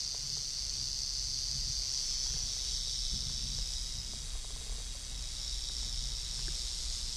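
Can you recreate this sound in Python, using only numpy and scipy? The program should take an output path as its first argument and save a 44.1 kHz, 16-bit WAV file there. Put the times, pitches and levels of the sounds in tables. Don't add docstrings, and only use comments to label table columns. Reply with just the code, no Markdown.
import sys
import numpy as np
from scipy import signal
from scipy.fft import rfft, irfft, next_fast_len
from scipy.io import wavfile
from scipy.ndimage import uniform_filter1d, map_coordinates

SR = 44100
rng = np.random.default_rng(int(sys.argv[2]) if len(sys.argv) > 2 else 0)


def nominal_scale(level):
    x = np.asarray(level, float) / 20
    return 10 ** x


def persist_wave(psi):
    counts = np.round(np.clip(psi, -1, 1) * 32767).astype(np.int16)
    wavfile.write(sys.argv[1], SR, np.atleast_2d(counts).T)


N = 315756


def unit(x):
    return x / np.sqrt(np.mean(x ** 2) + 1e-20)


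def even(x, span):
    return x / np.sqrt(abs(uniform_filter1d(x ** 2, size=int(span * SR))) + 1e-20)


def curves(rows):
    s, *columns = np.transpose(rows)
    return [np.interp(np.arange(N) / SR, s, column) for column in columns]


def wobble(rate):
    knots = rng.standard_normal(int(N * rate / SR) + 4)
    return map_coordinates(knots, [np.arange(N) * rate / SR])


def swells(start_s, half_s, level_db):
    t = np.arange(0, N, 64) / SR
    bells = np.exp(-((t - start_s[:, None]) / half_s[:, None]) ** 2)
    power = (nominal_scale(level_db)[:, None] ** 2 * bells).sum(axis=0)
    return np.interp(np.arange(N) / SR, t, power)


def filtered(x, response):
    m = next_fast_len(N + SR // 2)
    return irfft(rfft(x, m) * response(np.fft.rfftfreq(m, 1 / SR)), m)[..., :N]


def colour(points):
    def response(hz):
        f, db = np.transpose(points)
        gain_db = np.interp(np.log(hz + 1), np.log(f + 1), db)
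        cepstrum = irfft(np.log(nominal_scale(gain_db) + 1e-6))
        cepstrum[1:len(hz)] *= 2
        cepstrum[len(hz):] = 0
        return np.exp(rfft(cepstrum))
    return response


def resonance(centre_hz, width_hz):
    return lambda f: 1j * f * width_hz / (centre_hz ** 2 - f * f + 1j * f * width_hz)


def ripples(points, width):
    def response(hz):
        return nominal_scale(sum(db * np.exp(-((hz - centre) / (width * centre)) ** 2) for centre, db in points))
    return response


def noise(response):
    return unit(filtered(rng.standard_normal(N), response))


# pitch_hz, level_db [dB per Hz]
AIR_COLOUR = [(120, -22.5), (200, -11.5), (291, -5.5), (778, -9.5), (1560, -10), (2080, -7.0), (2370, -7.0),
              (2560, -6.5), (2710, -10.0), (2800, -6.5), (3640, -39), (6160, -120)][:-2] + [(5000, -15.5),
              (14000, -20.5)]
# start_s, level_db
BREEZE_LEVEL = [(0, -59.5), (1.2, -60), (2.4, -57.5), (2.85, -59.5), (6.1, -58.5), (6.54, -57),
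                (6.85, -58.5)]
# pitch_hz, level_db
HOUSING_RIPPLES = [(1750, -1), (2130, 1), (2400, -1)]


def air():
    def response(hz):
        return colour(AIR_COLOUR)(hz) * ripples(HOUSING_RIPPLES, width=.06)(hz)
    level_db = curves(BREEZE_LEVEL)[0] + 2.5 + 0.42 * wobble(9)
    return nominal_scale(level_db) * noise(response)


# start_s, snap_db, pitch_hz, bright_db [bright click]
JOINT_TICKS = [(0.146, -41, 676, -66), (0.37, -44, 840, -70), (2.263, -47, 929, -63),
               (2.303, -51, 964, -54), (2.34, -55, 834, -47), (2.364, -46.5, 807, -65),
               (2.566, -49, 740, -62), (2.873, -48, 600, -56), (3.137, -63, 676, -59),
               (3.222, -56, 700, -69), (3.296, -46.5, 1010, -68), (3.586, -46, 638, -49),
               (5.696, -50, 842, -50), (5.829, -46.5, 910, -56), (6.201, -58, 705, -58),
               (6.392, -45, 1040, -49)]
# start_s, snap_db
CLAMP_CREAK = [(4.135, -42), (4.353, -44.5), (4.446, -43), (4.505, -46), (4.563, -45.5), (4.612, -47),
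               (4.665, -49), (4.696, -47), (4.723, -47), (4.753, -50), (4.782, -47), (4.8, -46),
               (4.951, -48)]
# start_s, snap_db, pitch_hz, bright_db
POLE_RAP = (6.481, -58, 600, -36)


def ticks():
    pole_db, pole_hz = -59, 464
    rows = [(*tick, pole_db, pole_hz) for tick in JOINT_TICKS]
    rows += [(s, db, 710, -68, -57, pole_hz) for s, db in CLAMP_CREAK]
    rows += [(*POLE_RAP, -46.5, 353)]
    start_s, snap_db, snap_hz, bright_db, knock_db, knock_hz = np.transpose(rows)[:, :, None]
    scatter = np.append(rng.standard_normal(len(rows) - 1), 0)
    knock_hz = knock_hz * (1 + 0.074 * scatter[:, None])
    t = np.arange(SR // 20) / SR

    def mode(db, hz, rise_s):
        return nominal_scale(db) * t / rise_s * np.exp(1 - t / rise_s) * np.sin(2 * np.pi * hz * t)

    ring = mode(snap_db - 0.5, snap_hz, 0.00081) + mode(snap_db - 7, 1.39 * snap_hz, 0.00093)
    ring = ring - mode(bright_db - 2.0, 1640, 0.00099)
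    ring = ring + mode(knock_db + 3.5, knock_hz, 0.003)
    at = np.round(start_s * SR).astype(int) + np.arange(len(t))
    return np.bincount(at.ravel(), ring.ravel(), N)


TREMOR_RATE = 9
# start_s, level_db
GRIP_LEVEL = [(0, -52.5), (.7, -48), (1.5, -45.5), (2.0, -48), (2.9, -43), (4.0, -44.5), (4.6, -42),
              (5.4, -45), (6.1, -44), (7.16, -47)]
# pitch_hz, level_db [dB per Hz]
RUMBLE_COLOUR = [(8.8, -46), (15, -4), (38, 2), (49, -0.5), (62, -6.5), (81, -28), (140, -120)]
# start_s, level_db, half_s [half length]
GRIP_BUMPS = [(.01, -41, 0.021), (0.58, -49, 0.054), (.72, -48, 0.032), (1.453, -46, 0.054),
              (1.624, -40, 0.032), (1.786, -38.5, 0.02), (2.325, -42.5, 0.063), (2.444, -41.5, 0.021),
              (3.12, -39.5, 0.075), (3.46, -40.5, 0.079), (3.629, -34, 0.025), (4.283, -39, 0.024),
              (4.358, -36.5, .03), (4.534, -35.5, 0.018), (4.617, -40, 0.017), (4.72, -37.5, .035),
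              (4.972, -50, 0.036), (5.847, -38, 0.044), (6.036, -41, 0.05), (6.133, -38, 0.023),
              (6.292, -43, 0.024), (5.56, -43, 0.035), (6.505, -45, 0.036), (6.676, -41.5, 0.029),
              (6.86, -37.5, 0.042), (6.946, -38.5, 0.02), (7.042, -37.5, 0.017)]


def grip_rumble():
    def duller(hz):
        return colour(RUMBLE_COLOUR)(hz) * resonance(38, 45)(hz)
    tremor = nominal_scale(curves(GRIP_LEVEL)[0] + 2 * wobble(TREMOR_RATE))
    rumble = tremor * even(noise(colour(RUMBLE_COLOUR)), span=0.056)
    start_s, level_db, half_s = np.transpose(GRIP_BUMPS)
    bumps = np.sqrt(swells(start_s, half_s, level_db)) * even(noise(duller), span=.06)
    return rumble + bumps


# pitch_hz, width_hz
POLE_MODES = [(85, 49), (135, 28.5), (215, 43)]
POLE_REST = [-57, -61.5, -71]
# start_s, level_db
POLE_FREEDOM = [(0, -1), (1.4, 0), (2.5, -1.5), (3.8, 1.5), (4.5, -0.5), (5.2, 1.5), (5.7, -3.5),
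                (6.4, -0.5), (6.8, -0.5)]
# start_s, half_s [half length], low_db, middle_db, high_db [one per mode]
POLE_JOLTS = [(.3, 0.087, -61, -51.5, -76), (.82, 0.055, -50, -61, -66.5), (1.56, 0.043, -60, -48.5, -62.5),
              (1.69, 0.022, -46, -47, -75), (2.34, 0.023, -51, -45.5, -62), (2.45, 0.027, -58, -56, -63),
              (1.35, 0.1, -53.5, -69, -76), (2.72, 0.034, -54, -59, -75), (3.15, 0.022, -48, -49.5, -49.5),
              (3.28, .07, -50, -49, -61.5), (3.47, 0.058, -54, -51, -56.5), (3.58, 0.036, -56, -50, -67),
              (3.98, 0.03, -51, -52.5, -62), (4.13, 0.036, -54, -69, -55), (4.55, .04, -59, -58, -64.5),
              (4.73, 0.036, -63, -62, -61), (5.86, 0.052, -65, -58, -62.5), (6.04, .06, -63, -54.5, -63),
              (6.4, .03, -56, -51.5, -70), (6.49, 0.027, -60, -49, -62), (7.08, 0.029, -60, -60, -69)]


def pole_hum():
    start_s, half_s, *jolts_db = np.transpose(POLE_JOLTS)
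    hum = np.zeros(N)
    for rest_db, jolt_db, mode in zip(POLE_REST, jolts_db, POLE_MODES):
        rest = nominal_scale(rest_db + curves(POLE_FREEDOM)[0] + 2.2 * wobble(TREMOR_RATE))
        level = np.sqrt(rest ** 2 + swells(start_s, half_s, jolt_db))
        bend = resonance(*mode)
        hum += level * even(noise(lambda hz: bend(hz) ** 2), span=0.0586)
    return hum


# start_s, rate_hz [strokes per s]
TAIL_STROKES = [(0.0, 138.75), (1.0, 135.58), (2.0, 133.97), (2.9, 128.88), (3.6, 128.35), (4.4, 128.55),
                (5.1, 125.83), (6.0, 124.72), (7.16, 123.6)]
# start_s, level_db
SIDE_BALANCE = [(0, -4.5), (.9, 5), (1.5, 0.5), (2.5, 0), (3.2, 2.5), (3.9, 3.5), (4.5, -2), (5.3, 4),
                (6.2, 3), (7.16, -1)]


def clicks(count, spread, trail, size_db, stroke_db):
    swing = .24 + np.cumsum(curves(TAIL_STROKES)[0]) / SR
    strokes = np.arange(int(swing[-1]) + 2)[:, None]
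    when = strokes - .07 + spread * rng.standard_normal((len(strokes), count))
    when = when + trail * rng.exponential(size=when.shape)
    at = np.interp(when, swing, np.arange(N)).astype(int)
    side_db = curves(SIDE_BALANCE)[0][at] * (.5 - strokes % 2)
    blow_db = stroke_db * rng.standard_normal(strokes.shape) + size_db * rng.exponential(size=when.shape)
    inside = (at > 0) * (at < N - 1)
    size = nominal_scale(blow_db + side_db) * rng.standard_normal(when.shape) * inside
    return unit(np.bincount(at.ravel(), size.ravel(), N))


SEGMENT_PITCHES = [2600, 3500, 4400, 5300, 6300, 7500, 9000, 11000, 13500]


def segments():
    total = np.zeros(N)
    for only_this in np.eye(len(SEGMENT_PITCHES)):
        knocks = clicks(count=60, spread=.12, trail=.08, size_db=.6, stroke_db=.4)
        total += filtered(knocks, lambda hz: np.sqrt(np.interp(hz, SEGMENT_PITCHES, only_this)))
    return total


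# start_s, level_db
BUZZ_LEVEL = [(0, -38), (1.0, -37.5), (2.3, -35.8), (3.0, -37.5), (3.73, -39.5), (4.31, -45), (5.08, -45.5),
              (5.52, -40), (6.32, -40.5), (6.42, -38.5), (7.16, -40)]
# pitch_hz, level_db
BRUSH_BLUR = [(3000, 0), (5500, -3), (8000, 3.5), (12000, 5)]
# start_s, level_db [over the buzz]
HARD_STROKES = [(.7018, 26), (.7027, 24), (1.5137, 27), (1.5149, 28), (1.545, 23), (2.389, 25),
                (5.6876, 26), (5.6885, 25)]
# start_s, end_s
STANCE_TIMES = [(0, 1.85), (2.1, 2.45), (2.7, 3.5), (3.7, 4.05), (4.25, 5.1), (5.4, 6.25), (6.7, 7.16)]
# pitch_hz, level_db [dB per Hz]
STANCE_COLOURS = [
    [(2800, -26.5), (3500, -18.5), (4600, -1.9), (6100, -6), (7100, -16), (9000, -25.5), (11000, -37.5),
     (14000, -41.5)],
    [(2800, -29), (3500, -23.5), (4600, -10), (6100, -10), (7100, -22), (9000, -30.5), (11000, -40.5),
     (14000, -47)],
    [(2800, -26.5), (3500, -11.5), (4600, 0.5), (6100, -7.5), (7100, -17.5), (9000, -30), (11000, -37),
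     (14000, -45)],
    [(2800, -26), (3500, -12), (4600, -7.5), (6100, -10), (7100, -17.5), (9000, -23.5), (11000, -32),
     (14000, -46)],
    [(2800, -17.5), (3500, -10), (4600, -2), (6100, -3.0), (7100, -10.9), (9000, -9), (11000, -24),
     (14000, -50)],
    [(2800, -22.5), (3500, -8), (4600, -5.5), (6100, -8.5), (7100, -11.5), (9000, -23.5), (11000, -29),
     (14000, -47.5)],
    [(2800, -20.5), (3500, -8.5), (4600, -0.2), (6100, -7), (7100, -11.0), (9000, -23), (11000, -25),
     (14000, -56)],
]
# pitch_hz, level_db
STANCE_ECHOES = [
    [(3180, -3), (3940, -7), (4780, 2.5), (5080, -4), (6290, 2.9), (6760, -8.5), (7630, -7), (9080, -5)],
    [(3240, 6), (3410, 6.5), (3560, 3), (4360, 2), (4590, 4.5), (5340, 6.5), (5920, 6), (8980, 0.5)],
    [(4060, -3), (4270, -13.5), (4490, -8), (4880, -13), (5340, 2.5), (6760, -6), (8540, 7.5), (9450, 7.5)],
    [(3560, -5), (3860, 4.0), (4230, -16), (5130, 8), (5740, 5.5), (7790, 3), (9850, 2.5), (10260, -4)],
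    [(3050, -7.4), (3340, 7), (3820, 9), (4100, -6), (5450, -3), (7480, 5), (8370, -4.5), (9260, -7)],
    [(3820, 6.5), (4270, -5), (4680, 4), (5130, 6), (5400, 9), (5740, 6.5), (8540, 6), (9550, 5)],
    [(3210, -2), (4100, -4), (4490, -8.5), (5030, 1.5), (5450, 5), (7870, 1), (8450, 8), (9450, 1.5)],
]
# pitch_hz, level_db [dB per Hz]
BUZZ_LOW_END = (1700, -58)


def rattle():
    def blur(hz):
        return nominal_scale(np.interp(hz, *np.transpose(BRUSH_BLUR)))
    source = unit(segments()) + filtered(rng.standard_normal(N), blur)
    start_s, crack_db = np.transpose(HARD_STROKES)
    source = source + np.bincount((start_s * SR).astype(int), nominal_scale(crack_db), N)

    count = len(STANCE_TIMES)
    stance = np.interp(np.arange(N) / SR, np.ravel(STANCE_TIMES), np.repeat(np.arange(count), 2))
    heard = np.zeros(N)
    for k in range(count):
        tone = colour([BUZZ_LOW_END, *STANCE_COLOURS[k]])
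        echoes = ripples(STANCE_ECHOES[k], width=.03)
        fade = np.sqrt(np.clip(1 - abs(stance - k), 0, 1))
        heard += fade * unit(filtered(source, lambda hz: tone(hz) * echoes(hz)))

    steady = even(heard, span=.05)
    flutter = nominal_scale(0.81 * wobble(17)) - 1
    steady = steady + flutter * filtered(steady, resonance(5060, 2600))
    return nominal_scale(curves(BUZZ_LEVEL)[0]) * steady


def scene():
    return (air() + ticks() + grip_rumble() + pole_hum() + rattle())[None]


# pitch_hz, share [of frames]
LOST_LINES = [(2250, 0), (2380, .2), (2500, .04), (2700, .06), (2800, .55), (2900, 0), (8000, .02),
              (9300, .18), (10300, .48), (12000, .42), (13800, .45), (14000, .8)]


def dropouts(x):
    hz, t, z = signal.stft(x, SR, nperseg=2048, noverlap=1024)

    def near(lines, frames):
        across = uniform_filter1d(abs(z) ** 2, size=lines, axis=-2)
        return uniform_filter1d(across, size=frames)

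    usual = np.sqrt(near(6, 40) / (near(50, 40) + 1e-30))
    strength = near(6, 4) / (near(50, 4) * usual + 1e-30)
    rank = strength.argsort().argsort() / len(t)
    kept = rank >= np.interp(hz, *np.transpose(LOST_LINES))[:, None]
    in_band = (hz < 14020)[:, None]
    return signal.istft(z * kept * in_band, SR, nperseg=2048, noverlap=1024)[1][..., :N]


def top_cut(x):
    return signal.sosfilt(signal.butter(12, 14640, fs=SR, output="sos"), x)


def record(dry):
    mix = dropouts(dry)
    return top_cut(mix)


dry = scene()
out = record(dry)
persist_wave(out)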